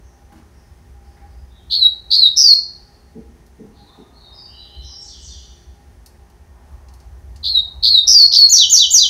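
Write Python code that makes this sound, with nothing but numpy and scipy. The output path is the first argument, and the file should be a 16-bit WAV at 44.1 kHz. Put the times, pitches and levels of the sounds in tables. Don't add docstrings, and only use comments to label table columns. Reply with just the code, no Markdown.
import sys
import numpy as np
from scipy import signal
from scipy.fft import rfft, irfft, next_fast_len
from scipy.io import wavfile
from scipy.ndimage import uniform_filter1d, minimum_filter1d

SR = 44100
rng = np.random.default_rng(int(sys.argv[2]) if len(sys.argv) > 2 else 0)


def pcm_store(signal):
    levels = np.round(np.clip(np.atleast_2d(signal), -1, 1) * 32767)
    wavfile.write(sys.argv[1], SR, levels.astype(np.int16).T)


N = 400869
TIME_S = np.arange(N) / SR
EDGE_HZ = 15750

# length_s, buzz_end_s, glide_start_s, glide_end_s, swell_at_s, attack_s, release_s,
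# from_hz, to_hz, buzz_centre_hz, buzz_depth_hz, buzz_rate_hz
SOFT_SLUR = (.184, .06, .06, .17, .115, 0.029, .022, 4410, 3830, 4130, 820, 94)
LOW_SLUR = (0.19, .063, .055, .184, .11, 0.018, 0.023, 4520, 3750, 4360, 740, 110)
HIGH_SLUR = (0.19, 0.078, .05, .178, 0.074, 0.016, 0.02, 5040, 4360, 5470, 680, 134)
RASP = (.18, .058, 0.059, 0.12, 0.049, 0.025, 0.055, 4600, 4360, 4710, 1330, 95.5)
THIN_SLUR = (0.19, .07, 0.066, 0.11, 0.072, .014, 0.031, 4700, 5500, 5520, 650, 136)
SHORT_LOW_SLUR = (.16, .06, .04, .095, 0.0736, .014, 0.041, 5100, 3790, 4330, 250, 110)
SHORT_HIGH_SLUR = (0.12, .03, 0.011, 0.055, 0.052, 0.015, 0.052, 5150, 4630, 5060, 230, 137)
# start_s, length_s, crest_at_s, loudest_at_s, first_hz, crest_hz, last_hz,
# first_db, loudest_db, buzz_depth_hz
CASCADE = [(0, .072, .02, 0.054, 6075, 7125, 5500, -17, -1, 199),
           (0.068, .027, .014, 0.01695, 4166, 4760, 4515, -15.5, -3, 257),
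           (.092, .073, .017, .02, 3500, 4030, 2975, -17.5, -8, 50)]
STEEP_CASCADE = [(0, 0.057, 0.00196, 0.047, 8200, 8270, 5600, -3, 9, 150),
                 (.06, .04, 0.0042, 0.013, 4780, 4900, 4140, 3, 5.5, 450),
                 (.092, .08, .012, 0.012, 3470, 3594, 2850, -15, 0.96, 150)]
WARBLE = [(0, 0.068, 0.046, 0.035, 2845, 3090, 2950, -3, 4.5, 170),
          (.06, 0.072, .02, .02, 3940, 4083, 3924, -2, 7.5, 70),
          (.13, .04, 0.0016, .005, 3800, 3850, 3100, -2, 0, 150)]
# freq_hz, t60_s
BALCONY_T60 = [(300, 0.57), (3500, 0.36), (6000, 0.43), (14000, 0.253)]
STREET_T60 = [(300, 1), (3500, 1.0), (6000, 1), (10000, .6)]


def gain_of(db):
    return 10 ** (np.asarray(db) / 20)


def unit_rms(x):
    return x / np.sqrt(np.mean(x ** 2) + 1e-20)


def ease(u):
    return np.sin(np.pi / 2 * np.clip(u, 0, 1)) ** 2


def at_freq(points, hz):
    freq_hz, value = np.transpose(points)
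    return np.interp(np.log(hz + 1), np.log(freq_hz + 1), value)


def over_time(points):
    return np.interp(TIME_S, *np.transpose(points))


def add(mix, start_s, sound):
    part = mix[max(0, round(start_s * SR)):][:len(sound)]
    part += sound[:len(part)]


def coloured(x, spectrum):
    size = next_fast_len(len(x))
    gain = gain_of(at_freq(spectrum, np.fft.rfftfreq(size, 1 / SR)))
    return unit_rms(irfft(rfft(x, size) * gain, size)[:len(x)])


def noise(size, spectrum):
    return coloured(rng.standard_normal(size), spectrum)


def filtered(x, kind, hz, order):
    return signal.sosfilt(signal.butter(order, hz, kind, fs=SR, output="sos"), x)


def drift(size, rate_hz):
    position = np.arange(size) * rate_hz / SR
    return np.interp(position, np.arange(8192), rng.standard_normal(8192)) * np.sqrt(3 / 2)


def narrow_noise(hz, width_hz):
    envelope = drift(N, width_hz) + 1j * drift(N, width_hz)
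    return (envelope * np.exp(2j * np.pi * np.cumsum(hz * np.ones(N)) / SR)).real


def reverb(x, t60_table, rise_s):
    taps = rng.choice([-1., 1.], SR) * (rng.random(SR) < .1)
    hz, t, bands = signal.stft(taps, SR, nperseg=256)
    decay = gain_of(-60 * t / at_freq(t60_table, hz)[:, None])
    tail = signal.istft(bands * decay, SR, nperseg=256)[1]
    tail *= 1 - np.exp(-(np.arange(len(tail)) / SR / rise_s) ** 2)
    return signal.oaconvolve(x, tail / np.linalg.norm(tail))[:N]


def wash(level_db=-50):
    spectrum = [(15, -42.5), (25, -7), (64, -4.5), (199, -18.5), (240, -17), (322, -25), (349, -22),
                (496, -26), (805, -27), (1080, -31), (1380, -31.5), (3830, -40), (5160, -38.5), (7310, -44),
                (15500, -48)]
    hiss_bands = [(850, 300, 1), (1831, 570, 2.5), (6190, 900, 4.5), (9500, 2100, 4)]
    hz = np.geomspace(20, 20000, 300)
    hiss_db = sum(db * np.exp(-2 * ((hz - centre) / width) ** 2) for centre, width, db in hiss_bands)
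    colour_db = at_freq(spectrum, hz) + hiss_db
    return noise(N, np.c_[hz, colour_db]) * gain_of(level_db + .38 * drift(N, 9.1))


def rumble(trim_db=-2, lumps_db=2, boom_trim_db=-3):
    levels = [(0, -46.5), (1.5, -40.5), (2.0, -49), (2.6, -62), (3.1, -44.5), (3.9, -57.5), (4.6, -48),
              (6.5, -43.5), (7.4, -35.5), (7.9, -36.5), (8.6, -54.5), (9.09, -41)]
    booms = [(0.872, 0.12, -45), (1.68, 0.13, -38.5), (4.821, 0.12, -32.5), (5.34, 0.16, -40.5),
             (6.748, 0.065, -36)]
    low = noise(N, [(22, -28), (42, -7.5), (65, 8.5), (100, -12), (200, -25), (600, -57)])
    swells = sum(gain_of(db) * np.exp(-(2 * (TIME_S - s) / length_s) ** 2) for s, length_s, db in booms)
    lumps = gain_of(over_time(levels) + trim_db + lumps_db * drift(N, 16))
    return low * (lumps + gain_of(boom_trim_db) * swells)


def traffic(trim_db=-5, patches_db=3):
    levels = [(0, -65.5), (3.7, -68.5), (3.95, -60), (4.5, -59), (5.2, -68.5), (5.8, -69), (6.7, -60),
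              (7.3, -60.5), (8, -60), (9.09, -57.5)]
    bands = [(620, -2.5), (780, .5), (980, 0), (1300, -7)]
    roar = sum(narrow_noise(hz, hz / 2) * gain_of(db + patches_db * drift(N, 12)) for hz, db in bands)
    return roar * gain_of(over_time(levels) + trim_db)


def town():
    return filtered(wash() + rumble() + traffic(), "highpass", 36, order=6)


def machine_hum(trim_db=-2, waver_hz=2.5, waver_db=1.8):
    tones = [(59.2, -57.5), (177.6, -64), (242.2, -66), (355.3, -63), (414.5, -65.5)]
    out = np.zeros(N)
    for hz, db in tones:
        phase = 2 * np.pi * np.cumsum(hz + waver_hz * drift(N, 20)) / SR
        out += np.sqrt(2) * gain_of(db + trim_db + waver_db * drift(N, 9)) * np.sin(phase)
    return out


def machine_whine(trim_db=-2, whistle_db=-74):
    levels = [(0.0, -73), (0.35, -54), (0.58, -71), (1.27, -50), (1.34, -64), (2.05, -62), (2.08, -53.5),
              (2.33, -75), (2.91, -58.5), (3.69, -72), (3.82, -52), (4.05, -67), (5.14, -56.5),
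              (5.26, -74.5), (5.85, -57), (5.95, -74), (6.02, -63), (9.09, -66)]
    whine = narrow_noise(808, 45) * gain_of(over_time(levels) + trim_db)
    return whine + gain_of(whistle_db) * narrow_noise(1836, 40)


def far_motor(trim_db=-1):
    rev = [(3.721, 780, -78), (3.81, 830, -68), (3.901, 1045, -63), (3.96, 1235, -64), (4.04, 1220, -61.5),
           (4.201, 1245, -70), (4.351, 1200, -87)]
    time_s, pitch_hz, level_db = np.transpose(rev)
    envelope = gain_of(np.interp(TIME_S, time_s, level_db, left=-120, right=-120) + trim_db)
    return narrow_noise(np.interp(TIME_S, time_s, pitch_hz), 42) * envelope


def street_knocks(t60_s=.14, trim_db=-4):
    knocks = [(0.321, -45.5, 1380), (0.323, -39.5, 305), (1.17, -49, 2020), (3.955, -44.5, 980)]
    out, t = np.zeros(N), np.arange(8192) / SR
    for start_s, db, hz in knocks:
        ring = noise(len(t), [(hz / 2, -12), (hz, 0), (hz * 1.3, -18), (15000, -38)])
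        add(out, start_s, gain_of(db + trim_db - 60 * t / t60_s) * ring)
    return .8 * out + reverb(out, BALCONY_T60, rise_s=.025)


def far_dog(hoarseness=.75, street_db=-8):
    woofs = [(3.147, 0.084, -37, 123.6), (3.577, 0.091, -39.5, 118.3), (3.969, 0.073, -44, 112.7)]
    muzzle = [(80, -34.5), (170, 1.5), (230, 5), (320, -3), (440, -1), (560, -23), (750, -26), (1200, -55),
              (4000, -80)]
    out = np.zeros(N)
    for start_s, length_s, db, hz in woofs:
        swell = np.sin(np.linspace(0, np.pi, int(length_s * SR)))
        phase = 2 * np.pi * np.cumsum(hz * (.73 + .197 * swell)) / SR
        pulses = sum(np.cos(k * phase) for k in range(1, 9))
        voice = (1 - hoarseness) * coloured(pulses, muzzle) + hoarseness * noise(len(swell), muzzle)
        add(out, start_s, gain_of(db) * unit_rms(voice * swell))
    return out + gain_of(street_db) * reverb(out, STREET_T60, rise_s=.0098)


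def cage_ticks(t60_s=.073, trim_db=-3, ring_db=-16, ring_t60_s=.09, balcony_db=-8):
    taps = [(3.464, -43, 14000), (6.0607, -31, 14000), (6.3, -45, 15000), (6.8844, -38, 5580),
            (6.9379, -38, 13000), (7.002, -40, 8960), (7.3603, -37, 7000)]
    wire = [(1180, -49.5), (2000, -20), (2820, -4), (3340, -13), (4400, 2), (6470, -0.5), (7230, -6),
            (8290, -4), (15500, -2)]
    out, t = np.zeros(N), np.arange(4096) / SR
    decay = gain_of(-60 * t / t60_s) + gain_of(ring_db - 60 * t / ring_t60_s)
    for start_s, db, lowpass_hz in taps:
        tick = filtered(noise(len(t), wire), "lowpass", lowpass_hz, order=2) * decay
        add(out, start_s, gain_of(db + trim_db) * tick / abs(tick).max())
    return out + gain_of(balcony_db) * reverb(out, BALCONY_T60, rise_s=.008)


def syrinx(pitch_hz, level_db, depth_hz, rate_hz, air_db=-28, jitter=.0028, partial_step_db=-15):
    overtones = [(6000, -47.5), (8000, -47.5), (10000, -50.5), (11500, -34), (14000, -28), (16000, -32)]
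    # freq_hz, gain_db
    air_spectrum = [(2300, -38), (3300, 1.5), (6300, 7), (7400, -2.5), (9300, 2.5), (10600, -5.5),
                    (13300, -4.5), (15500, -17.5)]
    size = len(pitch_hz)
    cycle = 2 * np.pi * np.cumsum(rate_hz * (1 + .12 * drift(size, 200))) / SR
    buzzing = depth_hz / (depth_hz + 300)
    tone = np.zeros(size)
    for side_gain, lag in ((1, 0), (.59 * buzzing, np.pi / 2)):
        swing = .62 * np.sin(cycle - lag) + .15 * np.sin(2 * (cycle - lag)) + .25 * drift(size, 1100)
        hz = pitch_hz * (1 + jitter * drift(size, 900)) + depth_hz * swing
        phase = 2 * np.pi * np.cumsum(hz) / SR
        tone += side_gain * np.sin(phase)
        for k in range(2, 5):
            partial_db = at_freq(overtones, k * hz) + partial_step_db * (k - 2.5)
            tone += side_gain * gain_of(partial_db) * (k * hz < SR / 2) * np.sin(k * phase)
    tone += gain_of(air_db + .2 * level_db) * buzzing * noise(size, air_spectrum)
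    throb = 1 - .85 * buzzing * np.cos(cycle)
    return np.sqrt(2) * tone * throb * gain_of(level_db)


def slur(kind, buzz_db, whistle_db, pitch_ratio, onset_s=.011, clearing_s=.016, swell_s=.018):
    (length_s, buzz_end_s, glide_start_s, glide_end_s, swell_at_s, attack_s, release_s,
     from_hz, to_hz, centre_hz, depth_hz, rate_hz) = kind
    t = np.arange(0, length_s, 1 / SR)
    buzzing = ease(.5 + (buzz_end_s - t) / clearing_s)
    swing_hz = depth_hz * ease(t / onset_s) * buzzing
    glide_hz = from_hz + (to_hz - from_hz) * ease((t - glide_start_s) / (glide_end_s - glide_start_s))
    glide_hz *= 1 + .007 * drift(len(t), 110)
    pitch_hz = pitch_ratio * (glide_hz + (centre_hz - glide_hz) * buzzing)
    db = buzz_db + (whistle_db - buzz_db) * ease(.5 + (t - swell_at_s) / swell_s)
    db -= 4.5 * np.exp(-((t - swell_at_s) / .007) ** 2)
    envelope = np.minimum(t / attack_s, 1) * ease((length_s - t) / release_s)
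    return envelope * syrinx(pitch_hz, db, swing_hz, rate_hz)


def arched_note(note, level_db, pitch_ratio, rate_hz, sink_db=-9.5, fade_s=.0036, fall_skew=.78):
    length_s, crest_at_s, loudest_at_s, first_hz, crest_hz, last_hz, first_db, loudest_db, depth_hz = note
    t = np.arange(0, length_s, 1 / SR)
    to_climb = np.maximum(1 - t / crest_at_s, 0) ** 2
    fallen = ease(np.maximum((t - crest_at_s) / (length_s - crest_at_s), 0) ** fall_skew)
    hz = crest_hz + (first_hz - crest_hz) * to_climb + (last_hz - crest_hz) * fallen
    db = level_db + first_db + (loudest_db - first_db) * ease(t / loudest_at_s) ** 2
    db += sink_db * np.maximum(t - loudest_at_s, 0) / (length_s - loudest_at_s)
    envelope = ease(np.minimum(t, length_s - t) / fade_s)
    return envelope * syrinx(pitch_ratio * hz, db, depth_hz, rate_hz, air_db=-20.5)


def sing(slurs, runs):
    out = np.zeros(N)
    for start_s, *settings in slurs:
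        add(out, start_s, slur(*settings))
    for start_s, kind, *settings in runs:
        for offset_s, *note in kind:
            add(out, start_s + offset_s, arched_note(note, *settings))
    return filtered(out, "highpass", 2800, order=12)


def distant_bird():
    slurs = [(0.0, THIN_SLUR, -63.5, -80, 1.08), (.5, THIN_SLUR, -67, -72, .96),
             (1.0, THIN_SLUR, -67, -76, .9), (1.22, THIN_SLUR, -70, -69, .9),
             (1.48, SHORT_LOW_SLUR, -57, -64, 0.85), (3.72, LOW_SLUR, -56.5, -54.5, 0.94),
             (4.125, SHORT_LOW_SLUR, -50, -44, 0.98), (4.32, SHORT_HIGH_SLUR, -40.5, -38.5, 1.0),
             (4.812, THIN_SLUR, -41.5, -38.5, 1.0)]
    runs = [(4.47, WARBLE, -47.5, 0.98, 69), (4.67, WARBLE, -47, 1.0, 69.6),
            (4.99, STEEP_CASCADE, -45, 1.0, 169.6), (5.19, STEEP_CASCADE, -44.5, 1.01, 164.4)]
    song = filtered(sing(slurs, runs), "lowpass", 8500, order=4)
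    return .16 * song + reverb(song, STREET_T60, rise_s=.016)


def caged_bird(balcony_db=-9, street_db=-29):
    slurs = [(1.697, SOFT_SLUR, -18, -10, 1), (2.102, LOW_SLUR, -13, -8.5, 0.99),
             (2.361, HIGH_SLUR, -11, -6.5, 0.98), (7.428, SOFT_SLUR, -20, -12.5, .98),
             (7.824, LOW_SLUR, -12, -8, 0.98), (8.068, HIGH_SLUR, -8.5, -3.5, 0.99),
             (8.311, RASP, -12.5, -5, 0.99)]
    runs = [(8.491, CASCADE, 0.5, .99, 168.8), (8.695, CASCADE, -0.5, 0.99, 171),
            (8.903, CASCADE, -2, 1.017, 170)]
    walls = [(.0023, 0.24), (.0041, -0.22), (.0078, 0.39), (0.0117, 0.26), (0.0178, -.2), (.029, 0.21)]
    song = sing(slurs, runs)
    near = song.copy()
    for delay_s, gain in walls:
        add(near, delay_s, gain * song)
    balcony = gain_of(balcony_db) * reverb(song, BALCONY_T60, rise_s=.017)
    street = gain_of(street_db) * reverb(song, STREET_T60, rise_s=.014)
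    return near + balcony + street


def scene():
    events = caged_bird() + distant_bird() + far_dog() + cage_ticks() + street_knocks()
    background = machine_hum() + machine_whine() + far_motor() + town()
    return (events + background)[None]


def record(dry, ceiling=.98, release_db_per_s=600, crackle_db=6):
    x = dry[0]
    over_db = 20 * np.log10(np.maximum(abs(x) / ceiling, 1))
    recovery_db = release_db_per_s * TIME_S
    held_db = np.maximum.accumulate(over_db + recovery_db) - recovery_db
    gain = gain_of(-held_db)
    snaps = np.maximum(-np.diff(gain, prepend=1), 0) * np.sign(x)
    crackle = filtered(snaps, "bandpass", [1100, 4500], order=2)
    smooth_gain = uniform_filter1d(minimum_filter1d(gain, size=11), size=11)
    limited = x * smooth_gain + gain_of(crackle_db) * crackle
    lowpass = signal.firwin(511, EDGE_HZ, window=("kaiser", 9), fs=SR)
    return signal.oaconvolve(limited, lowpass, "same")[None]


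dry = scene()
out = record(dry)
pcm_store(out)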